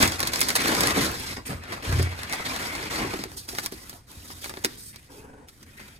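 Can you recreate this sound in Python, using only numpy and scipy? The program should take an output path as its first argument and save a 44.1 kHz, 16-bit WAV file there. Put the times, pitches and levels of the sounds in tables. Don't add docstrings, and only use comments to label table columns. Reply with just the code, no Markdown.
import sys
import numpy as np
from scipy import signal
from scipy.fft import rfft, irfft
from scipy.io import wavfile

SR = 44100
rng = np.random.default_rng(int(sys.argv[2]) if len(sys.argv) > 2 else 0)


def to_wav(sig):
    pcm = np.clip(np.atleast_2d(sig), -1, 1) * 32767
    pcm = np.round(pcm).astype(np.int16)
    wavfile.write(sys.argv[1], SR, pcm.T)


N = 264335

# (pitch [Hz], level [dB], time to fade by 60 dB [s])
BOX_NOTES = [(56, -34, 0.17), (71.3, -5.5, 0.3), (87.9, -5.5, 0.43), (122.4, -10, 0.34), (156, -31, 0.1),
             (208.7, -13.5, 0.12), (253.4, -13.5, 0.073), (277.6, -10.5, 0.11), (320, -10.5, 0.1),
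             (380, -6.5, 0.078), (427, -3.5, 0.038), (483, -25, 0.056), (555, -13, 0.04), (700, -4, 0.068)]


def from_db(db):
    return 10 ** (np.asarray(db) / 20)


def rms_one(x):
    return x / np.sqrt(np.mean(x ** 2) + 1e-20)


def band(x, edges_hz, order=2):
    return signal.sosfilt(signal.butter(order, edges_hz, "band", fs=SR, output="sos"), x + 1e-18)


def coloured(x, colour, size=2048):
    hz, db = np.transpose(colour)
    grid = np.maximum(np.fft.rfftfreq(size, 1 / SR), 1)
    gains = from_db(np.interp(np.log(grid), np.log(hz), db))
    cepstrum = irfft(np.log(gains))
    cepstrum[1:size // 2] *= 2
    cepstrum[size // 2 + 1:] = 0
    response = irfft(np.exp(rfft(cepstrum)))
    return signal.oaconvolve(np.atleast_2d(x), response[None], axes=1)[:, :x.shape[-1]]


def drift(turns_per_s):
    points = rng.standard_normal(4000)
    return rms_one(np.interp(np.arange(N) / SR * turns_per_s, np.arange(len(points)), points))


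def stereo_noise(apart_db):
    return rng.standard_normal(N) + from_db(apart_db) * rng.standard_normal((2, N))


def from_right(x, lag_samples=13):
    return np.array([np.pad(x, (lag_samples, 0))[:len(x)], x])


def echoes(x, fade_s, band_hz, delay_s, size):
    t = np.arange(size) / SR
    pattern = rng.standard_normal((2, size)) * from_db(-60 * t / fade_s) * (t > delay_s)
    pattern /= np.sqrt(np.sum(pattern ** 2, axis=1, keepdims=True))
    return signal.oaconvolve(x[None], band(pattern, band_hz), axes=1)[:, :len(x)]


def in_box(x, echo_db, fade_s):
    bounces = echoes(x, fade_s, band_hz=[600, 7440], delay_s=0.00072, size=2048)
    return from_right(x) + from_db(echo_db) * bounces


def ring(clicks, hz, fade_s):
    decay, turn = from_db(-60 / (fade_s * SR)), 2 * np.pi * hz / SR
    return signal.lfilter([0, np.sin(turn)], [1, -2 * decay * np.cos(turn), decay ** 2], clicks + 1e-18)


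def patch_ring(x, hz, q, lift):
    return x + lift * signal.lfilter(*signal.iirpeak(hz, q, fs=SR), x + 1e-18)


def room_noise(level_db=-59):
    # (frequency [Hz], relative level [dB])
    room_colour = [(25, 3.5), (60, 9), (180, -0.5), (400, -5), (1000, -19.5), (3000, -21), (10000, -24.5),
                   (15500, -56)]
    return from_db(level_db) * rms_one(coloured(stereo_noise(apart_db=-10), room_colour))


def box_rumble(pull_db, level_db=-46.5, usual_pull_db=-40, follows=0.69, lag_s=0.14):
    push = from_db(level_db + follows * (pull_db - usual_pull_db))
    memory = np.exp(-1 / (lag_s * SR))
    lagging_push = signal.lfilter([1 - memory], [1, -memory], push)
    return lagging_push * rms_one(band(stereo_noise(apart_db=-19), [45, 135]))


def wall_slide(friction, start_s=5.08, end_s=5.5, swell_s=0.027, fade_s=0.071, level_db=-49):
    # (frequency [Hz], relative level [dB])
    wall_colour = [(90, -9), (170, -17), (280, 3), (340, -20), (420, -3), (620, -16.5), (930, -13),
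                   (1200, -26), (1500, -19.5), (2000, -35.5), (5000, -37), (11000, -44)]
    t = np.arange(N) / SR
    loudness = np.clip(np.minimum((t - start_s) / swell_s, (end_s - t) / fade_s), 0, 1)
    return loudness * from_db(level_db) * rms_one(coloured(friction, wall_colour))


def box_knocks(falloff_db=11, steepening_db=5, build_up_s=0.0098):
    # (time [s], strength [dB], pitch that the spot favours [Hz])
    knocks = [(0.003, -5, 237), (0.029, -19, 91.5), (0.052, -16, 240), (0.69, -14, 260), (0.738, -19, 420),
              (0.813, -13, 230), (0.885, -21, 260), (0.962, -13, 280), (0.976, -4.5, 290), (0.99, -16, 360),
              (1.38, -22, 251), (1.491, -16, 165), (1.513, -16, 199), (1.547, -30, 66), (1.873, -21, 70.5),
              (1.893, -15.5, 80), (1.927, -10, 123), (1.953, -13.5, 116), (1.985, -16, 94),
              (1.996, -9.5, 446), (2.008, -16.5, 106), (2.985, -20, 270), (3.015, -12, 219),
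              (3.047, -16, 380), (3.135, -23.5, 250), (3.141, -15, 350), (3.193, -16.5, 243),
              (3.234, -27, 282), (3.255, -24, 375), (3.359, -33, 373), (3.532, -22.5, 523),
              (3.7227, -21.5, 353), (4.17, -33, 72), (4.33, -35.5, 89.9), (4.574, -27.5, 380),
              (4.6478, -13.5, 350), (5.676, -32, 174)]
    times, db, favoured_hz = np.transpose(knocks)
    at = np.round(times * SR).astype(int)
    out = np.zeros(N)
    for hz, note_db, fade_s in BOX_NOTES:
        octaves = np.abs(np.log2(hz / favoured_hz))
        pushes = np.zeros(N)
        pushes[at] = from_db(db + note_db - falloff_db * octaves - steepening_db * octaves ** 2)
        out += ring(pushes, hz, fade_s) - ring(pushes, hz, build_up_s)
    return from_right(band(out, [48, 650]))


def rubbing(buckles_per_s, spread_db, friction_db, clump_db=1.69, wander_db=5, patches=10):
    clumps = from_db(clump_db * drift(110))
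    happens = rng.random(N) < buckles_per_s * clumps / SR
    sizes = from_db(spread_db * np.minimum(rng.exponential(1, N), 3))
    buckles = happens * sizes * rng.choice([-1, 1], N)
    which_patch = rng.integers(0, patches, N)
    strain = np.array([from_db(wander_db * drift(22)) for _ in range(patches)])
    strain /= np.sqrt(np.sum(strain ** 2, axis=0))
    out = 0
    for k, hz in enumerate(np.geomspace(350, 11000, patches)):
        hiss = from_db(friction_db) * clumps * rng.standard_normal(N)
        drive = (buckles * (which_patch == k) + hiss) * strain[k]
        out = out + in_box(patch_ring(drive, hz, q=1.43, lift=0.46), echo_db=2.5, fade_s=0.053)
    return out


def scrape(x, lift, wander_db=3, low_hz=650, high_hz=5200, panels=5, size=3072):
    hop = size // 3
    out, padded = np.zeros((2, N + size)), np.pad(x, ((0, 0), (0, size)))
    catch = np.pad(signal.windows.hann(2 * hop, sym=False), (0, hop))
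    for at in range(0, N, hop):
        caught = padded[:, at:at + size] * catch + 1e-18
        for place, chance in rng.random((panels, 2)):
            panel = signal.iirpeak(low_hz * (high_hz / low_hz) ** place, Q=14, fs=SR)
            gain = from_db(wander_db * (2 * chance - 1))
            out[:, at:at + size] += gain * signal.lfilter(*panel, caught)
    return x + lift * out[:, :N]


def shake_walls(x, lift, lowest_hz=150):
    out = x
    for hz, _, fade_s in BOX_NOTES:
        if hz > lowest_hz:
            q = np.pi * hz * fade_s / np.log(1000)
            out = out + lift * signal.lfilter(*signal.iirpeak(hz, q, fs=SR), x)
    return out


def stroke_shape(t, start, length, swell):
    growth_db_per_s, release_db_per_s = 5.5, 300
    settle_db, settle_db_per_s = -7, 139
    age, since_end = np.maximum(t - start, 0), np.maximum(t - start - length, 0)
    rising = np.sin(np.pi / 2 * np.minimum(age / swell, 1)) ** 2
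    dying_db = np.maximum(-release_db_per_s * since_end, settle_db - settle_db_per_s * since_end)
    return rising * from_db(dying_db + growth_db_per_s * age)


def stroke_levels(strokes, steps=6000):
    t = np.linspace(0, N / SR, steps)
    powers = 1e-12
    for start, length, db, flutter_db, body_db, hiss_db, swell in strokes:
        gains = from_db(db + np.array([flutter_db, body_db, 0, hiss_db]))
        powers = powers + np.outer(gains, stroke_shape(t, start, length, swell)) ** 2
    return [np.interp(np.arange(N) / SR, t, 10 * np.log10(power)) for power in powers]


def crumple(friction, levels_db, colour, trims_db):
    # (low edge [Hz], high edge [Hz])
    ranges = [(110, 600), (600, 1400), (1400, 3300), (3300, 17000)]
    sheet = coloured(friction, colour)
    return sum(from_db(db + trim_db) * rms_one(band(sheet, edges, order=3))
               for db, trim_db, edges in zip(levels_db, trims_db, ranges))


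def film_swish(friction, swell_s=0.018):
    # (start [s], length [s], level [dB])
    wipes = [(1.448, 0.057, -43), (3.355, 0.02, -51), (4.768, 0.13, -48.5)]
    # (frequency [Hz], relative level [dB])
    swish_colour = [(900, -35), (3000, -37), (4200, -5), (5600, -4), (7000, -10), (8400, 3), (10500, -8),
                    (13500, 1), (15700, -13)]
    t = np.arange(N) / SR
    loudness = sum(from_db(db) * stroke_shape(t, start, length, swell_s) for start, length, db in wipes)
    return loudness * rms_one(coloured(friction, swish_colour))


def film_rustle(friction):
    # (start [s], length [s], rustle level [dB],
    # flutter [dB above rustle], body [dB above rustle], hiss [dB above rustle], swell time [s])
    strokes = [(1.45, 0.036, -43.5, 2, -4, -5.5, 0.0069), (3.27, 0.081, -57, 6.5, 1.5, 6, 0.033),
               (3.362, 0.014, -50, 4, -3, 13, 0.013), (3.39, 0.098, -61, 2, 0, -3, 0.016),
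               (3.472, 0.19, -49, 5, 1.5, 6.5, 0.014), (3.71, 0.21, -53.5, 2.5, -2, 4.5, 0.011),
               (3.915, 0.055, -60.5, 8, 7.5, 7, 0.013), (4.06, 0.2, -57.5, 5, 0.5, 6, 0.044),
               (4.23, 0.16, -57, 2, -0.5, 8.5, 0.021), (4.28, 0.033, -50, 7, 5, 6, 0.041),
               (4.4, 0.089, -49, 3, -7, 8, 0.029), (4.52, 0.16, -55.5, 6, 3, 4.5, 0.017),
               (4.68, 0.084, -59.5, 9, -5, 8.5, .02), (4.76, 0.15, -60.5, 3, -8, 3, 0.034),
               (4.92, 0.025, -51.5, 3, -12, -14, 0.015), (4.97, 0.1, -63.5, -1, -2, 2.5, 0.03),
               (5.085, 0.12, -58, 10, -7, 4, 0.04), (5.47, 0.15, -66.5, 7.5, -2, 5.5, 0.012),
               (5.6, 0.023, -58.5, 11, -2, 2, 0.037), (5.65, 0.31, -59.5, 2.5, -3.5, -0.5, 0.018),
               (5.765, 0.051, -51, 1, -17, -6, 0.013), (5.82, 0.066, -54.5, -7, -3, 0, 0.038),
               (5.89, 0.11, -68, -3, 2, -4, .02)]
    # (frequency [Hz], relative level [dB])
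    film_colour = [(90, -53), (200, 18.5), (380, 10.5), (600, -4.5), (1100, -6.5), (1750, -6), (2600, -6),
                   (3900, -3), (5000, -2.5), (7000, -4), (9000, -4), (13000, 0.5), (15700, -10)]
    levels_db = stroke_levels(strokes)
    hollow = shake_walls(scrape(friction, lift=1.3), lift=0.48)
    return crumple(hollow, levels_db, film_colour, trims_db=[-5.0, -2.0, -1.5, 0.5]), levels_db[0]


def paper_rustle(friction):
    # (start [s], length [s], rustle level [dB],
    # flutter [dB above rustle], body [dB above rustle], hiss [dB above rustle], swell time [s])
    pulls = [(0.0, 0.035, -25, 1, 0.5, -1, 0.0022), (0.045, 0.095, -39, 5, 2.5, 2.5, .012),
             (0.17, 0.12, -39, 5, 0, -1.5, 0.033), (0.315, 0.22, -41, 4, 0, 3.5, 0.006),
             (0.575, 0.12, -33.5, 2.5, -1.5, -1.5, 0.013), (0.63, 0.28, -33, 4.5, 1.5, -0.5, 0.073),
             (0.925, 0.066, -30.5, 7, 1.5, 0.5, 0.051), (1.0, 0.055, -33.5, 5, -1, 2.5, 0.0081),
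             (1.06, 0.094, -43, 6, 5, 0, 0.019), (1.13, 0.2, -43, -0.5, -4, 1.5, 0.023),
             (1.47, 0.042, -39, 10.5, 3.5, -5, 0.057), (1.6, 0.11, -48, 2, 0, -11, .03),
             (1.67, 0.035, -48, 11, 4, -3, 0.024), (1.712, 0.036, -44, 4.5, -3, -2.5, 0.015),
             (1.75, 0.06, -50.5, 3, 4, -6, 0.019), (1.818, 0.21, -40, 5, -0.5, -1.5, 0.027),
             (2.04, 0.336, -45, -1.5, -1.5, -5, 0.0078), (2.29, 0.16, -42.5, -3, -2, -4, 0.014),
             (2.44, 0.22, -38.5, 1.5, 1, -0.9, 0.026), (2.67, 0.21, -41, 3.5, -1, -3.5, 0.015),
             (2.895, 0.067, -37, 3, 0.5, 0, 0.022), (2.945, 0.081, -35.5, 4, 2, -5, 0.053),
             (3.03, 0.11, -41.5, 3, 1, -3, 0.026), (3.15, 0.095, -47.5, -2, -0.5, -0.5, 0.015)]
    # (frequency [Hz], relative level [dB])
    paper_colour = [(90, -7), (170, 4), (280, 4.5), (400, 0), (600, -5), (950, -3.5), (1550, -7.5),
                    (2050, -9), (2500, -7.5), (3000, -9), (4200, -3), (6500, -6), (9500, -9), (13000, -5),
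                    (15700, -22)]
    levels_db = stroke_levels(pulls)
    hollow = shake_walls(scrape(friction, lift=0.93), lift=0.6)
    return crumple(hollow, levels_db, paper_colour, trims_db=[-3.3, 0.5, 0.5, 2.1]), levels_db[0]


def set_band_levels(burst, hz, db):
    power = np.mean(np.abs(rfft(burst)) ** 2, axis=0)
    grid, step = np.fft.rfftfreq(burst.shape[1], 1 / SR), np.sqrt(hz[1] / hz[0])
    own_power = [power[(grid > f / step - 50) & (grid < f * step + 50)].mean() for f in hz]
    return coloured(burst, np.column_stack([hz, db - 10 * np.log10(own_power)]))


def crease_snaps(size=6144):
    # (time [s], strength [dB], brightness [dB per octave],
    # pitch of the patch [Hz], time for the shiver to fade by 60 dB [s])
    snaps = [(0.0268, 12, -0.5, 1280, 0.04), (0.028, 6, -1.5, 2480, 0.057),
             (0.0337, -4.5, -6.5, 2620, 0.029), (0.0758, 3, 0.2, 7500, 0.053),
             (0.1215, -2, -1.5, 6900, 0.027), (0.194, -2, -0.2, 1420, 0.031),
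             (0.2038, 4.5, -0.5, 13000, 0.019), (0.2295, 0, 1, 3940, 0.013), (0.2332, 1, -3, 4000, 0.021),
             (0.2727, 2, 2, 4000, 0.05), (0.3343, 4.5, -0.5, 4150, 0.056), (0.359, 2, -1, 5600, 0.046),
             (0.393, -6, 0.5, 10500, 0.012), (0.4065, -6.5, 7.5, 8160, 0.015),
             (0.4142, 10, 1.7, 2170, 0.027), (0.429, 0, 1.5, 2250, 0.023), (0.4361, -11, 3.5, 10000, 0.014),
             (0.4862, 2.5, 0.5, 8700, 0.018), (0.4908, 1.5, 1.5, 3980, 0.025),
             (0.5037, 3.5, -0.5, 2220, 0.018), (0.5542, 11, -0.2, 10700, 0.078),
             (0.5638, 4, -2, 3920, 0.08), (0.605, -5, -1.5, 2000, 0.025), (0.6195, -2, 0, 5330, 0.02),
             (0.658, 1, -3.5, 1300, 0.019), (0.68, 1.5, 1.5, 4160, 0.034), (0.75, 2.5, -1, 1550, 0.039),
             (0.8072, 7.5, 1, 925, 0.052), (0.834, 7.5, -3, 5930, 0.058), (0.8721, 6.5, -0.5, 10500, 0.016),
             (0.9077, 1, -3.5, 3800, 0.007), (1.116, -13.5, 5, 2260, 0.045),
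             (1.198, -13, 2.5, 10000, 0.066), (1.325, -10.5, -3.5, 3500, 0.039),
             (1.366, -6, -4.5, 5040, 0.12), (1.6376, -15.5, -2.5, 2680, 0.028),
             (1.7222, -2.5, -3.5, 920, 0.12), (1.8249, -10.5, -2, 2600, 0.084),
             (1.925, -0.5, -2.5, 1510, 0.067), (2.028, -8, 2, 9800, 0.012), (2.0715, -16, -7, 2200, 0.03),
             (2.0945, -28, 2.5, 10000, 0.026), (2.127, -16.5, -6.5, 3900, 0.014),
             (2.1902, -10.5, -3.5, 3660, 0.05), (2.233, -6.5, 0, 3350, 0.026),
             (2.297, -10, -1, 7000, 0.022), (2.326, -2.5, -1, 8900, 0.011), (2.3318, 2.5, -2, 1010, 0.087),
             (2.397, -9, -6, 950, 0.091), (2.563, -3.5, -1.5, 925, 0.04), (2.752, -3, -1.5, 930, 0.065),
             (2.988, -5, -1, 1440, 0.079), (3.1373, -2, -3.5, 740, 0.059), (3.19, -10, -3, 13000, 0.04),
             (3.2387, -2.5, -1, 725, 0.013), (3.317, -15.5, -2, 740, 0.022),
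             (3.4888, -5.5, 0.5, 5100, 0.068), (3.5503, -9.5, -1, 3550, 0.02),
             (3.5855, 2, -1.5, 1750, 0.026), (3.596, -11, -1, 12860, 0.021), (3.654, -18, 5, 4410, 0.012),
             (3.661, 0, 2.5, 1120, 0.031), (3.722, -11, 0.5, 12380, 0.07),
             (3.8955, -13.5, 3.5, 1690, 0.038), (3.9297, -21, -5, 4230, 0.02),
             (4.116, -21, 2.5, 1830, 0.028), (4.303, -14.5, -3.5, 1180, 0.05),
             (4.4432, -5, -0.5, 2270, 0.05), (4.46, -12, -4, 920, 0.024), (4.4945, -7.5, -4, 8770, 0.098),
             (4.5395, -12.5, -4.5, 3800, 0.015), (4.5718, -12, -4.4, 3730, 0.015),
             (4.5754, -21.5, -7, 2010, 0.018), (4.6469, 7.5, -0.2, 6500, 0.0095),
             (4.6531, 2, -1, 3580, 0.02), (4.6584, -11, 5, 2120, 0.057), (4.944, -22, -1.5, 2500, 0.06),
             (4.96, -15.5, 0.5, 4300, 0.033), (5.4855, -19, 1.5, 3370, 0.06),
             (5.628, -21, -0.2, 6170, 0.055), (5.796, -16, -3.5, 2580, 0.096),
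             (5.809, -22.5, -0.5, 2100, 0.084)]
    # (frequency [Hz], relative level [dB])
    snap_colour = [(110, -16), (300, -2.5), (600, 1), (1200, 2.5), (1750, 0), (2450, -3.6), (3500, 0.5),
                   (4900, 5.5), (7000, -4), (9900, -3.5), (14000, -6.5)]
    creak_db, creak_s, crack_s, crunch_s = -25, 0.0052, 0.0005, 0.11
    shiver_db, grain_db, usual_shiver_s = -15, 5, 0.04
    patch_db, patch_octaves, tilt_centre_hz = 1.5, 0.82, 3000
    lead = size // 16
    t = (np.arange(size) - lead) / SR
    age = np.abs(t)
    hz = np.geomspace(110, 15000, 22)
    colour_hz, colour_db = np.transpose(snap_colour)
    shared_db = np.interp(np.log(hz), np.log(colour_hz), colour_db)
    out = np.zeros((2, N + size))
    for time, db, tilt, patch_hz, fade_s in snaps:
        grains = np.clip(rng.standard_normal(size // 32), -2, 2)
        uneven = from_db(grain_db * np.repeat(grains, 32))
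        creak = from_db(creak_db) * np.exp(-age / creak_s) * uneven
        shiver = from_db(shiver_db - 60 * age / fade_s) * uneven
        crack = np.exp(-age / crack_s) / (1 + (fade_s / crunch_s) ** 2)
        echo_db = -1 + 2.5 * np.log2(fade_s / usual_shiver_s)
        burst = np.where(t < 0, creak, crack + shiver) * rng.standard_normal(size)
        burst = in_box(burst, echo_db, fade_s=0.048)
        bump_db = patch_db * np.exp(-(np.log2(hz / patch_hz) / patch_octaves) ** 2)
        tilt_db = tilt * np.log2(hz / tilt_centre_hz)
        burst = set_band_levels(burst, hz, db + shared_db + bump_db + tilt_db)
        at = round(time * SR) - lead
        out[:, at:at + size] += patch_ring(burst, patch_hz, q=12, lift=0.99)
    return out[:, :N]


def scene():
    grainy = rubbing(buckles_per_s=1500, spread_db=3.0, friction_db=-21)
    smooth = rubbing(buckles_per_s=1800, spread_db=4.0, friction_db=-16.5)
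    paper, paper_flutter_db = paper_rustle(grainy)
    film, film_flutter_db = film_rustle(smooth)
    sheets = paper + film + film_swish(smooth) + crease_snaps()
    pull_db = np.maximum(paper_flutter_db, film_flutter_db)
    near = sheets + box_knocks() + box_rumble(pull_db) + wall_slide(smooth)
    room = from_db(-16.5) * echoes(near[1], fade_s=0.56, band_hz=[156, 4930], delay_s=0.01, size=16384)
    return near + room + room_noise()


def record(dry):
    # (frequency [Hz], gain [dB])
    left_colour = [(100, 0.5), (600, 0), (1050, 2), (1550, 3), (1950, 10.5), (2300, 6.5), (3000, -1),
                   (7000, 0), (8400, 4), (10500, 0.5)]
    right_colour = [(100, 0.4), (600, -0.03), (1250, 0.5), (2150, 6.5), (3000, -0.26), (7000, 0.63),
                    (8400, 8), (10500, 1)]
    peak_limit, cutoff_hz = 0.9, 15750
    sides = np.vstack([coloured(dry[0], left_colour), coloured(dry[1], right_colour)])
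    rounded = sides / (1 + (sides / peak_limit) ** 4) ** .25
    return signal.sosfilt(signal.ellip(10, .1, 80, cutoff_hz, fs=SR, output="sos"), rounded)


dry = scene()
out = record(dry)
to_wav(out)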